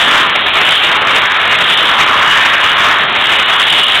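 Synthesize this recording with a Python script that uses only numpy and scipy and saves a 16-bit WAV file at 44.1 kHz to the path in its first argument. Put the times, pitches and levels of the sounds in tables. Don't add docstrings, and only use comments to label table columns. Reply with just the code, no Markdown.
import sys
import numpy as np
from scipy import signal
from scipy.fft import rfft, irfft
from scipy.io import wavfile

SR = 44100
rng = np.random.default_rng(int(sys.argv[2]) if len(sys.argv) > 2 else 0)


def transcribe(signal):
    frames = np.atleast_2d(signal).T
    limited = np.clip(frames, -1, 1)
    pcm = np.round(limited * 32767).astype(np.int16)
    wavfile.write(sys.argv[1], SR, pcm)


N = 176400
FLUTTER_PER_S = 38.5


def blower():
    # f/Hz, relative level/dB
    duct = [(20, -45), (45, -19), (90, -11), (200, -14), (450, -7.5), (800, -0.5), (1100, -1), (1600, 0),
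            (2100, 2.5), (2650, 2), (2950, 0.5), (3300, -7.5), (3650, -1.5), (4300, -8), (6000, -27)]
    # f/Hz, width/Hz, level/dB
    housing = [(1294, 32, -30.5), (2440, 65, -40), (2834, 42, -31.5)]
    roar = level(colour(noise(), duct), db=-14.5)
    rings = sum(level(resonate(noise(), hz, width, order=2), db) for hz, width, db in housing)
    flutter_db = 2.5 * walk(FLUTTER_PER_S)
    return (roar + rings) * undb(flutter_db)


def hands():
    # t/s, exposure (times swing gives relative level/dB)
    palms = [(0.0, -19), (0.15, -11.5), (0.45, -21.5), (0.7, -21.5), (1.0, -14.5), (1.25, -17),
             (1.7, -17.1), (1.9, -14), (2.25, -11.5), (2.45, -16), (2.65, -15), (2.9, -11.5), (3.0, -15.5),
             (3.3, -22), (3.6, -14), (3.65, -21.5), (4.0, -20.5)]
    gap = [(0, -14), (.2, -13.5), (.55, -23.5), (.75, -16.5), (1, -19), (1.35, -14.5), (1.55, -16),
           (2.15, -17), (2.32, -12), (2.65, -15), (2.98, -14), (3.12, -18), (3.45, -16), (3.6, -14),
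           (3.75, -20), (4, -17.5)]
    fingers = [(0.0, -12), (0.15, -14.5), (0.4, -17), (0.65, -14.9), (0.75, -12), (1.0, -19), (1.1, -16),
               (1.45, -18), (1.7, -12.5), (2.15, -17), (2.3, -16), (2.95, -15.5), (3.05, -19), (3.3, -15),
               (3.55, -14.5), (3.75, -12), (4.0, -12.5)]
    whistle = [(0, -24), (.45, -26.5), (.75, -20.5), (1.05, -28), (1.45, -32), (1.75, -23), (2.1, -31),
               (2.3, -17), (2.5, -25.5), (2.67, -18), (3.1, -34), (3.35, -21), (3.65, -21), (3.87, -18.5),
               (4, -25)]
    return (air_in_hollow(palms, hz=1193, width_hz=646, db=-17, swing=1.26)
            + air_in_hollow(gap, hz=1710, width_hz=580, db=-18.5, swing=1.64)
            + air_in_hollow(fingers, hz=3264, width_hz=930, db=-16.5, swing=1.45)
            + air_in_hollow(whistle, hz=2912, width_hz=130, db=-24, swing=1.9))


def air_in_hollow(exposure, hz, width_hz, db, swing):
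    air = resonate(noise(), hz, width_hz, order=2)
    swell_db = swing * envelope(exposure)
    flutter_db = 1.08 * walk(FLUTTER_PER_S)
    return level(air * undb(swell_db + flutter_db), db)


def buffeting():
    # t/s, strength (scaled below to relative level/dB)
    swell = [(0.0, -22.5), (0.75, -26.3), (1.05, -23.5), (1.35, -28.5), (1.55, -24.5), (2.25, -25),
             (2.6, -27.8), (3.1, -23), (3.2, -27), (4.0, -26)]
    # f/Hz, relative level/dB
    rumble = [(30, -15.5), (120, -4), (300, 1), (600, 1), (1200, -5), (3000, -38)]
    gusts_db = 1.76 * envelope(swell) + 2 * walk(FLUTTER_PER_S)
    return level(colour(noise(), rumble) * undb(gusts_db), db=-29.5)


def motor():
    # f/Hz, level/dB
    tones = [(392, -44.5), (1238, -30.5), (2197, -34.5), (3305, -31)]
    speed = 1 + 0.00183 * walk(12.6)
    shaft_time = np.cumsum(speed) / SR
    whine = np.zeros(N)
    for hz, db in tones:
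        flutter_db = 2.5 * walk(10)
        whine += level(np.sin(2 * np.pi * hz * shaft_time) * undb(flutter_db), db)
    return whine


def restroom(x, t60_s=0.4, wet_db=-12.5):
    tail = noise() * np.exp(-np.log(1000) * np.arange(N) / SR / t60_s)
    tail = tail[:SR // 2] / np.sqrt(np.sum(tail ** 2))
    running = np.pad(x, (len(tail) - 1, 0), mode="reflect")
    return x + undb(wet_db) * signal.fftconvolve(running, tail, mode="valid")


def undb(db):
    return 10 ** (np.asarray(db) / 20)


def level(x, db):
    return x * undb(db) / np.sqrt(np.mean(x ** 2))


def noise():
    return rng.standard_normal(N)


def envelope(points):
    times, values = np.array(points).T
    return np.interp(np.arange(N) / SR, times, values)


def walk(rate):
    hz = np.fft.rfftfreq(N, 1 / SR)
    return level(irfft(rfft(noise()) / (1 + (2 * hz / rate) ** 2), N), 0)


def colour(x, points):
    hz, db = np.array(points, float).T
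    bins = np.maximum(np.fft.rfftfreq(N, 1 / SR), 1)
    gain = undb(np.interp(np.log(bins), np.log(hz), db))
    return irfft(rfft(x) * gain, N)


def resonate(x, hz, width_hz, order=1):
    bins = np.maximum(np.fft.rfftfreq(N, 1 / SR), 1)
    return irfft(rfft(x) / (1 + 1j * (bins - hz ** 2 / bins) / width_hz) ** order, N)


def scene():
    air = hands() + blower() + buffeting()
    return (restroom(air) + motor())[None]


def record(dry):
    # f/Hz, level/dB
    microphone = [(3400, 0.5), (3700, -0.5), (3820, -2.5), (3930, -10), (4200, -8), (4450, -29),
                  (4800, -49)]
    # f/Hz, level/dB
    output_eq = [(4000, 0), (8000, -2), (11000, 0), (15000, -0.5)]
    drive_db, ceiling = 0.5, 0.71
    driven = colour(dry[0], microphone) * undb(drive_db)
    clipped = np.clip(driven, -ceiling, ceiling)
    hiss = level(noise(), db=-64)
    high_cut = signal.ellip(10, .1, 80, 15800, fs=SR, output="sos")
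    return signal.sosfilt(high_cut, colour(clipped, output_eq) + hiss)[None]


dry = scene()
out = record(dry)
transcribe(out)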